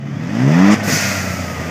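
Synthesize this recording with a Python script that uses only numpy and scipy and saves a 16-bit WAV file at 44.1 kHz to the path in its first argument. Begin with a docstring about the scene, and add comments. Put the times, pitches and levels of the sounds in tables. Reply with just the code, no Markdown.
"""Turbo pickup, one rev

A turbocharged six-cylinder pickup revs once in an open parking lot, a few metres away.
The exhaust booms as its firing harmonics climb through the pipe's pass band. The throttle snaps
shut and the blow-off valve cracks open, venting the boost in a long hiss. Late firings burble
briefly in the pipe, then the engine coasts down with a faint alternator whine."""
import sys
import numpy as np
from scipy.fft import rfft, irfft, next_fast_len
from scipy.io import wavfile
from scipy.ndimage import map_coordinates

SR = 44100
rng = np.random.default_rng(int(sys.argv[2]) if len(sys.argv) > 2 else 0)


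def generate_wav(signal):
    """Clip the signal to [-1, 1] and save it as 16-bit WAV at the path in sys.argv[1]."""
    frames = np.transpose(np.atleast_2d(signal))
    scaled = np.clip(frames, -1, 1) * 32767
    pcm = np.round(scaled).astype(np.int16)
    wavfile.write(sys.argv[1], SR, pcm)


N = 74970  # 1.7 s


def amp(db):
    """Decibels to gain."""
    return 10 ** (np.asarray(db) / 20)


def unit_rms(x):
    """Scale to rms 1."""
    return x / np.sqrt(np.mean(x ** 2) + 1e-20)


def db_at(colour, hz):
    """Interpolate (Hz, dB) rows on a log frequency axis."""
    knots_hz, knots_db = np.transpose(colour)
    return np.interp(np.log(hz + 1), np.log(knots_hz + 1), knots_db)


def curve(rows):
    """Interpolate (seconds, value) rows to one value per sample."""
    return np.interp(np.arange(N) / SR, *np.transpose(rows))


def wobble(knots_per_s):
    """A smooth random curve."""
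    knots = rng.standard_normal(int(N * knots_per_s / SR) + 4)
    return map_coordinates(knots, [np.arange(N) * knots_per_s / SR])


def filtered(x, response):
    """Apply a gain given as a function of Hz."""
    size = next_fast_len(N + SR // 2)
    return irfft(rfft(x, size) * response(np.fft.rfftfreq(size, 1 / SR)), size)[:N]


def noise(colour):
    """Coloured noise of rms 1."""
    return unit_rms(filtered(rng.standard_normal(N), lambda hz: amp(db_at(colour, hz))))


def partial(cycles, flutter_db, drift_rad):
    """A sine of rms about 1, unsteady in level and phase."""
    level = np.sqrt(2) * amp(flutter_db * wobble(29.74))
    return level * np.sin(2 * np.pi * cycles + drift_rad * wobble(18))


# Turbo shaft whistle. Each row: time in seconds, pitch in Hz, level in dB.
TURBO_WHISTLE = [(0, 2920, -56), (.1, 3020, -57), (.22, 3500, -55), (.33, 4700, -62), (.5, 8600, -65),
                 (.66, 10400, -63), (.74, 12100, -59), (.79, 11450, -58), (.87, 10600, -75)]


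def turbo():
    """The compressor's faint, airy whistle climbs with the boost and sinks when the throttle shuts."""
    rows = np.array(TURBO_WHISTLE)
    hz = curve(rows[:, :2]) * (1 + .012 * wobble(250))
    level = amp(curve(rows[:, [0, 2]]))
    return level * partial(np.cumsum(hz) / SR, flutter_db=1, drift_rad=1.4)


# Alternator whine. Each row: time in seconds, level in dB.
WHINE_DB = [(0, -60), (.6, -38), (.9, -36), (1.1, -31), (1.35, -36), (1.48, -39), (1.6, -35.5), (1.7, -39)]
WHINE_ORDER = 14.55  # multiple of the bank rate


def alternator(bank_cycles):
    """A whine geared to the crankshaft, fluttering a little."""
    cycles = WHINE_ORDER * bank_cycles + .05 * wobble(110)
    return amp(curve(WHINE_DB)) * partial(cycles, flutter_db=2.2, drift_rad=.4)


# Combustion rumble. Each row: time in seconds, level in dB.
RUMBLE_DB = [(0, -33), (.13, -29), (.21, -26.5), (.28, -29), (.5, -28), (.74, -27), (.77, -30),
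             (1.0, -30.5), (1.3, -30.5), (1.65, -28)]
# Its spectrum. Each row: frequency in Hz, relative level in dB.
RUMBLE_COLOUR = [(25, -13), (55, -29), (80, -17), (120, -2), (190, -3.5), (270, -3), (350, -15),
                 (600, -27.5), (1500, -89)]


def rumble(bank_cycles):
    """Uneven combustion: low noise that swells slightly at each firing, two per bank cycle."""
    pulsing = 1 + .15 * np.cos(4 * np.pi * bank_cycles)
    return amp(curve(RUMBLE_DB)) * unit_rms(noise(RUMBLE_COLOUR) * pulsing)


# Mechanical and intake noise, then turbo rush. Each row: time in seconds, level in dB.
ROAR_DB = [(0, -41.5), (.12, -36.5), (.3, -31), (.36, -29), (.48, -24.5), (.55, -22.5), (.69, -18),
           (.742, -18.5), (.768, -26), (.85, -25), (1.2, -29.5), (1.7, -28.5)]
RUSH_DB = [(0, -86), (.3, -50), (.5, -41), (.69, -64), (.715, -27.5), (.742, -25), (.765, -38.5),
           (.83, -44.5)]
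# Their spectra. Each row: frequency in Hz, relative level in dB.
ROAR_COLOUR = [(230, -27), (380, -4.5), (440, -4.5), (500, -1), (590, -0.5), (690, -1), (800, -3.5),
               (930, -7.5), (1250, -5.5), (1600, -7), (1900, -3.5), (2500, -10), (3100, -16.5),
               (3500, -16.5), (4000, -26), (4900, -18), (6000, -19), (7000, -24.5), (8200, -34.5),
               (10000, -41), (13500, -38), (15500, -40)]
RUSH_COLOUR = [(1500, -23), (3000, 3), (4000, -13), (5000, 1.5), (7000, -4), (9000, -12.5), (11000, -21),
               (15000, -24)]


def roar(bank_cycles):
    """Valve train, intake and turbo rush, pulsing with the firings."""
    firing = .11 * np.cos(4 * np.pi * bank_cycles)
    lope = .033 * np.cos(2 * np.pi * bank_cycles)
    flutter = amp(.91 * wobble(120))
    mechanical = amp(curve(ROAR_DB)) * noise(ROAR_COLOUR)
    rush = amp(curve(RUSH_DB)) * noise(RUSH_COLOUR)
    return unit_rms(1 + firing + lope) * flutter * (mechanical + rush)


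# Bay and pipework resonances. Each row: centre in Hz, width in Hz, lift in dB.
BAY_RESONANCES = [(590, 40, 3), (677, 35, 3), (821, 25, 3), (1175, 25, 4), (1847, 30, 4), (2007, 40, 3),
                  (2453, 25, 4), (2517, 25, 4), (4808, 45, 2.5), (6103, 25, 4), (6173, 25, 6),
                  (6830, 30, 4)]
# Ground and bodywork reflections. Each row: delay in seconds, signed gain.
REFLECTIONS = [(.0031, 0.077), (.0074, -0.1), (0.0147, 0.14), (.021, 0.13)]


def engine_bay(x):
    """Narrow resonances under the bonnet and near reflections colour the air noise."""
    def response(hz):
        lift_db = sum(db / (1 + (2 * (hz - centre) / width) ** 2) for centre, width, db in BAY_RESONANCES)
        echoes = sum(gain * np.exp(-2j * np.pi * hz * delay_s) for delay_s, gain in REFLECTIONS)
        return amp(lift_db) * (1 + echoes)
    return amp(-1.3) * filtered(x, response)


# Coasting engine. 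Each row: time in seconds, level in dB.
COAST_DB = [(0, -70), (.7, -63), (.76, -28.5), (1.0, -29.5), (1.1, -27), (1.3, -29.5), (1.5, -32),
            (1.7, -32)]
# Its harmonics. Each row: multiple of the engine cycle rate, relative level in dB.
COAST_ORDERS = [(3, 1), (4, -7), (6, 0.5), (7, -10), (8, -15), (9, -9), (12, -17), (16, -16), (19, -16),
                (21, -13)]


def coasting(bank_cycles):
    """With the throttle shut the cylinders fire unevenly, adding notes between the firing harmonics."""
    engine_cycles = bank_cycles / 3  # three cylinders a bank
    notes = sum(amp(db) * partial(order * engine_cycles, flutter_db=2.5, drift_rad=.25)
                for order, db in COAST_ORDERS)
    return amp(curve(COAST_DB)) * notes


# Late firings. Each row: start in seconds, length in seconds, level in dB, pipe note in Hz.
BURBLES = [(.874, .027, -16, 205), (.92, .03, -19, 150), (.963, .01, -25, 222)]
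# Gas puff spectrum. Each row: frequency in Hz, relative level in dB.
PUFF_COLOUR = [(70, -21), (140, -5.5), (200, -1), (265, 0.5), (320, -9), (450, -12), (600, -17.5),
               (800, -34), (1500, -35)]


def burble(rise_s=.006, decay_s=.012, puff_db=-1):
    """Late firings blow the pipe in short bursts, each a low note with a puff of gas."""
    out = np.zeros(N)
    for start_s, length_s, db, hz in BURBLES:
        t = np.arange(N) / SR - start_s
        envelope = np.clip(t / rise_s, 0, 1) * np.exp(-np.maximum(t - length_s, 0) / decay_s)
        note = partial(hz * t, flutter_db=-2, drift_rad=.44)
        puff = amp(puff_db) * noise(PUFF_COLOUR)
        out += amp(db) * envelope * (note + puff)
    return out


def vent(colour, db, delay_s, rise_s, hold_s, fall_db_per_s):
    """Air escaping the open valve: it rises, holds, then falls as the pressure drains."""
    t = np.arange(N) / SR - VALVE_OPENS_S - delay_s
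    drained_db = fall_db_per_s * np.maximum(t - rise_s - hold_s, 0)
    flutter_db = .68 * wobble(69.7)
    return np.clip(t / rise_s, 0, 1) * amp(db - drained_db + flutter_db) * noise(colour)


# Blow-off spectra: first crack, full jet, port. Each row: frequency in Hz, relative level in dB.
CRACK_COLOUR = [(2500, -20), (5000, 10.5), (7000, 7.5), (9500, -3.5), (12000, -3.5), (14000, 4),
                (15500, -8)]
JET_COLOUR = [(1500, -23), (3000, -7.5), (3900, -11), (4700, -2.5), (5500, -0.5), (6200, 0), (6900, -2),
              (7500, -11), (9500, -18.5), (13500, -16), (15500, -20)]
PORT_COLOUR = [(250, -52), (450, -15), (620, -0.5), (950, -8.5), (1450, 2.5), (1700, 0), (2050, 6.5),
               (2300, -0.5), (2550, 1.5), (3000, -14), (4500, -12.5), (9000, -45)]
VALVE_OPENS_S = .828


def blow_off():
    """A thin hiss as the valve cracks, then the full jet and the hollow note of its port."""
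    crack = vent(CRACK_COLOUR, db=-29.5, delay_s=0, rise_s=.012, hold_s=.11, fall_db_per_s=19)
    jet = vent(JET_COLOUR, db=-20, delay_s=.02, rise_s=.085, hold_s=.03, fall_db_per_s=42)
    port = vent(PORT_COLOUR, db=-21.5, delay_s=.022, rise_s=.045, hold_s=.19, fall_db_per_s=41)
    return crack + jet + port


# Exhaust under throttle. Each row: time in seconds, level in dB.
THROTTLE_DB = [(0, -29), (.2, -24.5), (.3, -23.5), (.4, -19), (.48, -11), (.545, -13.5), (.6, -9),
               (.68, -8.3), (.742, -9), (.757, -56), (.8, -75)]
# Low boom and higher rasp harmonics. Each row: multiple of the bank rate, relative level in dB.
BOOM_ORDERS = [(1, -3.5), (2, 2.5), (3, -5), (4, 1.5), (5, -9), (6, -9)]
RASP_ORDERS = [(7, -29), (8, -31), (9, -33), (10, -33), (11, -25), (12, -44), (13, -29.5), (14, -33)]
# Exhaust pipe response. Each row: frequency in Hz, gain in dB.
PIPE_RESPONSE = [(65, -40), (85, -24), (103, -16), (113, -7.5), (133, -1.5), (200, -3.5), (260, 1.5),
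                 (305, -1.5), (335, -8.5), (420, -9), (600, -29), (900, -34)]
FOURTH_FADE_FROM_HZ = 61.4  # bank rate above which the fourth harmonic gives way


def exhaust(bank_hz, bank_cycles):
    """Firing harmonics sweep up through the pipe's pass band while the throttle is open."""
    fourth_fade_db = np.clip(bank_hz - FOURTH_FADE_FROM_HZ, 0, 20)  # 1 dB per Hz
    boom = np.zeros(N)
    for order, db in BOOM_ORDERS:
        level_db = db + db_at(PIPE_RESPONSE, order * bank_hz)
        if order == 4:
            level_db -= fourth_fade_db
        boom += amp(level_db) * partial(order * bank_cycles, flutter_db=.5, drift_rad=.06)
    rasp = sum(amp(db) * partial(order * bank_cycles, flutter_db=4, drift_rad=.49)
               for order, db in RASP_ORDERS)
    return amp(curve(THROTTLE_DB)) * (boom + rasp)


# Engine speed. Each row: time in seconds, firing rate of one cylinder bank in Hz.
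BANK_RATE_HZ = [(0, 34), (.15, 35.5), (.25, 41), (.328, 51.9), (.406, 62.2), (.48, 70.6), (.572, 87.2),
                (.642, 97.2), (.696, 102.8), (.745, 106.8), (.79, 105), (.876, 102.3), (1.0, 99.7),
                (1.188, 94.8), (1.35, 90.4), (1.46, 87.3), (1.7, 81.8)]


def scene():
    """One speed curve sets the engine's notes and pulsing; burble, turbo and valve keep their own timings."""
    bank_hz = curve(BANK_RATE_HZ)
    bank_cycles = np.cumsum(bank_hz) / SR
    combustion = exhaust(bank_hz, bank_cycles) + coasting(bank_cycles) + rumble(bank_cycles) + burble()
    whines = alternator(bank_cycles) + turbo()
    air = engine_bay(roar(bank_cycles) + blow_off())
    return (combustion + whines + air)[None]


def record(dry, low_cut_hz=60, ceiling=1.15, top_hz=15500):
    """The microphone loses the deep bass; the highest peaks are rounded and the top treble is cut."""
    x = filtered(dry[0], lambda hz: 1 - 1 / (1 + (hz / low_cut_hz) ** 6))
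    rounded = x / (1 + np.abs(x / ceiling) ** 8) ** (1 / 8)
    return filtered(rounded, lambda hz: hz < top_hz)[None]


dry = scene()
out = record(dry)
generate_wav(out)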